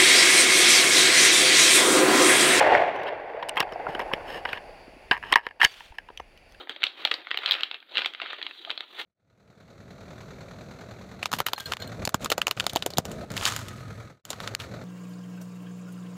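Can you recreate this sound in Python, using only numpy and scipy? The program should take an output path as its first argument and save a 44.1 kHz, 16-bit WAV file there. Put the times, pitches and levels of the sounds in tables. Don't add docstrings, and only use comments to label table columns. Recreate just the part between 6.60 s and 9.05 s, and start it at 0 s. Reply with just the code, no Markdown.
import sys
import numpy as np
from scipy import signal
from scipy.fft import rfft, irfft, next_fast_len
from scipy.io import wavfile
from scipy.ndimage import uniform_filter1d, map_coordinates

SR = 44100
rng = np.random.default_rng(int(sys.argv[2]) if len(sys.argv) > 2 else 0)


def generate_wav(sig):
    pcm = np.round(np.clip(np.atleast_2d(sig).T, -1, 1) * 32767).astype(np.int16)
    wavfile.write(sys.argv[1], SR, pcm)


N = 108045
SIZE = 4096


# start_s, level_db, pitch_hz, flex_db, tick_db (last two relative to the ring)
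SNAPS = [(0.0728, -41, 1750, 5, -39), (0.0952, -28, 3080, -2, -19), (0.1627, -36.5, 2800, -9, -35),
         (0.2213, -33.5, 2830, -2.5, -37), (0.2323, -20, 2460, -25, -37), (0.2387, -15, 3060, -36, -24),
         (0.2673, -24.5, 3470, -16.5, -33.5), (0.451, -16, 3540, -20, -26), (0.4543, -23, 2300, 0.5, -29),
         (0.4739, -27.5, 2830, -7.5, -31), (0.5128, -26, 3600, -42, -31), (0.5151, -18, 2420, -8, -27.5),
         (0.5403, -25.5, 4700, -34, -24.5), (0.6175, -45.5, 2640, -18, -45), (0.6703, -33, 1750, -6.5, -38),
         (0.7078, -31.5, 2400, -10, -29), (0.7136, -20.5, 2270, -13.5, -45),
         (0.7442, -26.5, 2140, -17, -41), (0.774, -21.5, 2920, -14.5, -28.5), (0.7881, -32, 3020, -14, -30),
         (0.8343, -34, 2600, -5, -29), (0.8603, -19.5, 3680, -41, -27.5), (0.8761, -30, 3140, -25, -44),
         (0.8814, -28.5, 2670, -17, -29), (0.9103, -15.5, 3680, -49, -43), (0.9165, -26, 3500, -30, -35),
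         (0.9202, -18, 3680, -21, -26.5), (0.931, -30, 3700, -14, -23), (0.934, -27.5, 3460, -29, -23.5),
         (0.94, -24.5, 2750, -14.5, -31), (0.9513, -29, 2730, -7, -31), (0.9644, -35, 2120, -11, -38),
         (1.008, -30, 3070, -10.5, -24), (1.0339, -19, 3360, -22.5, -31), (1.1131, -28.5, 3160, -9, -37),
         (1.144, -34, 3400, -6, -33), (1.2026, -48, 3460, -21, -30), (1.227, -46.5, 2070, -8, -38),
         (1.355, -27.5, 2970, -14, -39), (1.361, -32, 3000, -5.5, -57), (1.3712, -18, 2950, -16.5, -38),
         (1.3808, -19.5, 3000, -30, -29.5), (1.3862, -31, 3000, -7.5, -47), (1.419, -26, 2740, -9, -33),
         (1.4469, -25, 2300, -33, -61), (1.4597, -21.5, 3170, -8.5, -22.5), (1.5369, -37.5, 2900, -10, -22),
         (1.5487, -33.5, 2660, -7.5, -35), (1.6007, -30.5, 1820, -13, -50),
         (1.617, -27.5, 2670, -9.5, -33.5), (1.6216, -35.5, 2520, -5, -38), (1.66, -33.5, 1620, -10, -58),
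         (1.7314, -31, 1500, -5, -26), (1.8156, -32, 2170, -13, -46), (1.8273, -29.5, 3670, -17, -30),
         (1.866, -28, 3000, -9.5, -38), (1.9104, -36.5, 2350, -7.5, -38), (2.0496, -34, 3040, -12.5, -35),
         (2.097, -34, 1750, -22, -28), (2.1033, -24.5, 3470, -10.5, -47), (2.1125, -30, 2900, -9, -25),
         (2.1767, -29.5, 3900, -11.5, -38), (2.2066, -29, 3470, -5, -27)]
def snaps():
    track = np.zeros(N)
    head = int(0.0034 * SR)
    for start_s, level_db, pitch_hz, flex_db, tick_db in SNAPS:
        film = crease(pitch_hz, flex_db, tick_db, size=SIZE) * fold_echoes(count=3)
        push = crease(pitch_hz, flex_db=-12, tick_db=tick_db - 5.5, size=SIZE)
        bag_air = amp(-10.5) * push * rfft(noise_burst(t60_s=0.067))
        snap = irfft(film + bag_air)
        add(track, start_s, amp(level_db) * snap / np.sqrt(np.mean(snap[:head] ** 2)))
    return track


# freq_hz, gain_db
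FILM_EQ = [(150, -56), (600, -15), (1200, 2.5), (2500, -1), (3700, -0.5), (4300, -3.5), (4800, -11.5),
           (5500, -28), (8000, -66), (16000, -65)]
FLEX_EQ = [(40, -32.5), (160, -46), (230, -12), (320, -5.5), (700, 2.5), (1200, 0.5), (2200, 3),
           (5000, -69)]
TICK_EQ = [(2000, -26), (4900, 6), (6200, 6.5), (7800, 3.5), (9500, -4.5), (12300, -7), (14300, -3),
           (15500, -1), (16200, -35)]
def crease(pitch_hz, flex_db, tick_db, size):
    hz = np.fft.rfftfreq(size, 1 / SR) + 1
    stiff_hz = 3300
    q = 3.07 * (pitch_hz / stiff_hz) ** 0.7
    ring = unit(amp(curve(FILM_EQ, hz)) / np.hypot(1, q * (hz / pitch_hz - pitch_hz / hz)))
    flex = amp(flex_db) * unit(amp(curve(FLEX_EQ, hz)))
    tick = amp(tick_db) * unit(amp(curve(TICK_EQ, hz)))
    cepstrum = irfft(np.log(ring ** 2 + flex ** 2 + tick ** 2) / 2)
    cepstrum[1:size // 2] *= 2
    cepstrum[size // 2 + 1:] = 0
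    return np.exp(rfft(cepstrum))


def fold_echoes(count, first_db=-1.5, loss_db=5, mean_gap_s=0.0009263):
    hz = np.fft.rfftfreq(SIZE, 1 / SR)
    delays_s = np.cumsum(mean_gap_s * (0.5 + rng.random(count)))
    return 1 + sum(rng.choice([-1, 1]) * amp(first_db - loss_db * k) * np.exp(-2j * np.pi * hz * delay_s)
                   for k, delay_s in enumerate(delays_s))


# start_s, peak_db
SPARKLES = [(0.4508, -34), (0.774, -39), (0.9103, -27.5), (1.0333, -41.5)]
def sparkles(centre_hz=14460, width_hz=1400):
    track, hz = np.zeros(N), np.fft.rfftfreq(SIZE, 1 / SR)
    band = 1 / (1 + 1j * (hz - centre_hz) / width_hz) ** 2
    for start_s, peak_db in SPARKLES:
        burst = irfft(rfft(noise_burst(t60_s=0.0058)) * band)
        add(track, start_s, amp(peak_db) * burst / np.abs(burst).max())
    return track


# peak_s, rise_s, fall_s, rustle_db, body_db, hiss_db, sway_db
FINGER_MOVES = [(0.01, 0.21, 0.076, -49, -2, -21, 4.5), (0.106, 0.038, 0.11, -45, -0.5, -29, -4),
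                (0.248, 0.083, 0.15, -42, -3, -33, -5), (0.403, 0.071, 0.17, -45, 4.5, -21.5, -4.5),
                (0.539, 0.088, 0.074, -42, 1, -20, -1.5), (0.596, 0.031, 0.057, -55.5, 7, -27, 6),
                (.75, 0.27, 0.067, -47.5, 0.5, -31, -14), (0.881, 0.16, 0.25, -38, 5, -25, -13),
                (0.977, 0.038, 0.19, -47.5, 5.5, -28, -4), (1.151, 0.036, 0.028, -52.5, 10.5, -27, -13),
                (1.322, 0.046, 0.075, -49, 0, -29, -3), (1.386, 0.082, 0.14, -34, -2, -29.5, -9.5),
                (1.465, 0.043, 0.027, -41.5, 2.5, -25, -11), (1.633, 0.06, 0.078, -46.5, 6, -41, -6),
                (1.708, 0.2, 0.095, -43.5, 4.5, -37, -24), (1.785, 0.014, 0.054, -48.5, 4, -38, -0.5),
                (1.85, 0.15, 0.16, -50, 0, -30, -6), (1.98, 0.47, 0.69, -51.5, -23, -22, -31),
                (2.11, 0.22, 0.12, -47, -14, -35, -3), (2.225, 0.18, 0.1, -57, 5.5, -34, -0.5),
                (2.352, 0.18, 0.099, -58, -2, -14, 3), (2.403, 0.082, 0.056, -37, -0.5, -18, -8)]
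def finger_moves(drop_db=24):
    t = np.arange(N) / SR
    peak_s, rise_s, fall_s, rustle_db, *parts_db = np.transpose(FINGER_MOVES)[:, :, None]
    swells = amp(rustle_db - drop_db * np.maximum((peak_s - t) / rise_s, (t - peak_s) / fall_s))
    return [np.linalg.norm(swells * amp(part_db), axis=0) for part_db in (0, *parts_db)]


# freq_hz, gain_db
RUSTLE_EQ = [(800, -36.5), (2200, -29), (3000, 1.5), (3600, 5), (4100, 0.5), (4650, -12.5), (5200, -27),
             (7000, -32), (16000, -75)]
BODY_EQ = [(150, -51), (400, -6.5), (900, -5.5), (1400, -0.5), (2400, 0.5), (3300, -4.5), (5000, -53)]
HISS_EQ = [(3000, -28), (5500, 5.5), (7500, 1), (9500, -1), (12300, -3.5), (14300, 1.5), (15500, 2.5),
           (16200, -19)]
SWAY_EQ = [(40, -22), (130, -27), (200, -17), (320, 2), (600, -1.5), (1000, -4), (2000, -9.5), (5000, -45)]
def rubbing(rustle, body, hiss, sway, flutter_db=2.5):
    stick_slip = unit(amp(flutter_db * wobble(knots_per_s=140)))
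    friction = (rustle * shifting_folds(noise(RUSTLE_EQ))
                + body * shifting_folds(noise(BODY_EQ))
                + hiss * noise(HISS_EQ)
                + sway * shifting_folds(noise(SWAY_EQ)))
    return amp(-1.3) * stick_slip * friction


def shifting_folds(x, depth_db=3):
    frames = signal.stft(x, nperseg=512)[2]
    patches = uniform_filter1d(rng.standard_normal(frames.shape), size=3, axis=0)
    patches = uniform_filter1d(patches, size=7, axis=1)
    return unit(signal.istft(frames * amp(depth_db * unit(patches)), nperseg=512)[1][:N])


def crackle(envelope, creases_per_s=420, centre_hz=2750, spread_octaves=0.45, spread_db=4):
    track, count = np.zeros(N), int(creases_per_s * N / SR)
    starts_s = rng.uniform(0, N / SR, SIZE)[:count]
    scatter = np.clip(rng.standard_normal((SIZE, 2)), -2, 2)
    for start_s, (weight, detune) in zip(starts_s, scatter):
        pitch_hz = centre_hz * 2 ** (spread_octaves * detune)
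        grain = irfft(crease(pitch_hz, flex_db=-9, tick_db=-35, size=512))
        add(track, start_s, amp(spread_db * weight) * grain)
    return amp(-6) * envelope * unit(track)


# start_s, peak_db, pitch_hz
BUMPS = [(0.097, -41.5, 387), (0.164, -45, 416), (0.589, -50, 567), (0.743, -39.5, 560),
         (0.786, -38.5, 556), (1.314, -44.5, 560), (1.635, -43.5, 446), (2, -52.5, 337), (2.073, -37, 936)]
def bumps(attack_s=0.004, t60_s=0.032):
    track, t = np.zeros(N), np.arange(SIZE) / SR
    envelope = (1 - np.exp(-t / attack_s)) * np.exp(-np.log(1000) * t / t60_s)
    for start_s, peak_db, pitch_hz in BUMPS:
        modes_hz = pitch_hz * 2 ** (0.293 * rng.uniform(-1.995, 2.03, size=5))
        cycles = np.outer(t, modes_hz) + rng.random(len(modes_hz))
        bump = envelope * np.sin(2 * np.pi * cycles).sum(axis=1)
        add(track, start_s, amp(peak_db) * bump / np.abs(bump).max())
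    return track


# pitch_hz, width_hz, gain_db
HOLLOW_MODES = [(384, 3.6, -2), (759, 25, -5), (1232, 14, -6), (1452, 21, -6.5), (1470, 5.8, -37),
                (2666, 24, -5), (3060, 15, -5), (3310, 110, -8), (3735, 310, -9.5), (4620, 150, -5.5),
                (5380, 39, -21)]
def hollows(bag):
    def response(hz):
        return sum(amp(gain_db) * 1j * hz * width_hz / (pitch_hz ** 2 - hz ** 2 + 1j * hz * width_hz)
                   for pitch_hz, width_hz, gain_db in HOLLOW_MODES)
    return filtered(bag, response)


# freq_hz, t60_s
ROOM_DECAY = [(200, 0.4), (1500, 0.2), (4000, 0.2), (14000, 0.18)]
def room(bag):
    hz, t, frames = signal.stft(rng.standard_normal(SR // 2), SR, nperseg=256)
    decay = np.exp(-np.log(1000) * t / curve(ROOM_DECAY, hz)[:, None])
    tail = signal.istft(frames * decay, SR, nperseg=256)[1]
    return signal.fftconvolve(bag, tail / np.linalg.norm(tail))[:N]


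# freq_hz, gain_db
BED_EQ = [(25, -13), (100, -24.5), (160, -8), (300, 12), (1000, -29), (3600, 11), (5500, -29), (15400, -13),
          (16200, -43)]
def noise_bed(level_db=-66):
    return amp(level_db) * noise(BED_EQ)


def amp(db):
    return 10 ** (np.asarray(db) / 20)


def unit(x):
    return x / np.sqrt(np.mean(x ** 2) + 1e-30)


def curve(points, hz):
    points_hz, values = np.transpose(points)
    return np.interp(np.log(hz + 1), np.log(points_hz + 1), values)


def filtered(x, response):
    padded = next_fast_len(N + 8192)
    return irfft(rfft(x, padded) * response(np.fft.rfftfreq(padded, 1 / SR)), padded)[:N]


def noise(eq):
    return unit(filtered(rng.standard_normal(N), lambda hz: amp(curve(eq, hz))))


def noise_burst(t60_s):
    burst = rng.standard_normal(SIZE) * np.exp(-np.log(1000) * np.arange(SIZE) / SR / t60_s)
    return burst / np.linalg.norm(burst)


def wobble(knots_per_s):
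    return map_coordinates(rng.standard_normal(SIZE), [np.arange(N) * knots_per_s / SR], mode="wrap")


def add(track, start_s, sound):
    part = track[max(round(start_s * SR), 0):][:len(sound)]
    part += sound[:len(part)]


def scene():
    rustle, body, hiss, sway = finger_moves()
    fingers = crackle(np.hypot(rustle, body)) + rubbing(rustle, body, hiss, sway)
    bag = fingers + snaps() + sparkles() + bumps()
    return (bag + hollows(bag) + amp(-11.5) * room(bag) + noise_bed())[None]


def record(dry):
    edge_hz, width_hz, cutoff_hz = 5270, 330, 16600
    neutral_db, db_per_db, range_db, release_db_per_s = -32.5, 0.87, 8, 55
    mono = dry[0]
    power = np.abs(uniform_filter1d(mono ** 2, size=1024, origin=511))
    level_db = 10 * np.log10(power + 1e-12)
    release_db = release_db_per_s * np.arange(N) / SR
    held_db = np.maximum.accumulate(level_db + release_db) - release_db
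    edge_db = np.clip(db_per_db * (held_db - neutral_db), -range_db, range_db)
    edge = filtered(mono, lambda hz: np.exp(-((hz - edge_hz) / width_hz) ** 2))
    return filtered(mono + (amp(edge_db) - 1) * edge, lambda hz: hz < cutoff_hz)[None]


dry = scene()
out = record(dry)
generate_wav(out)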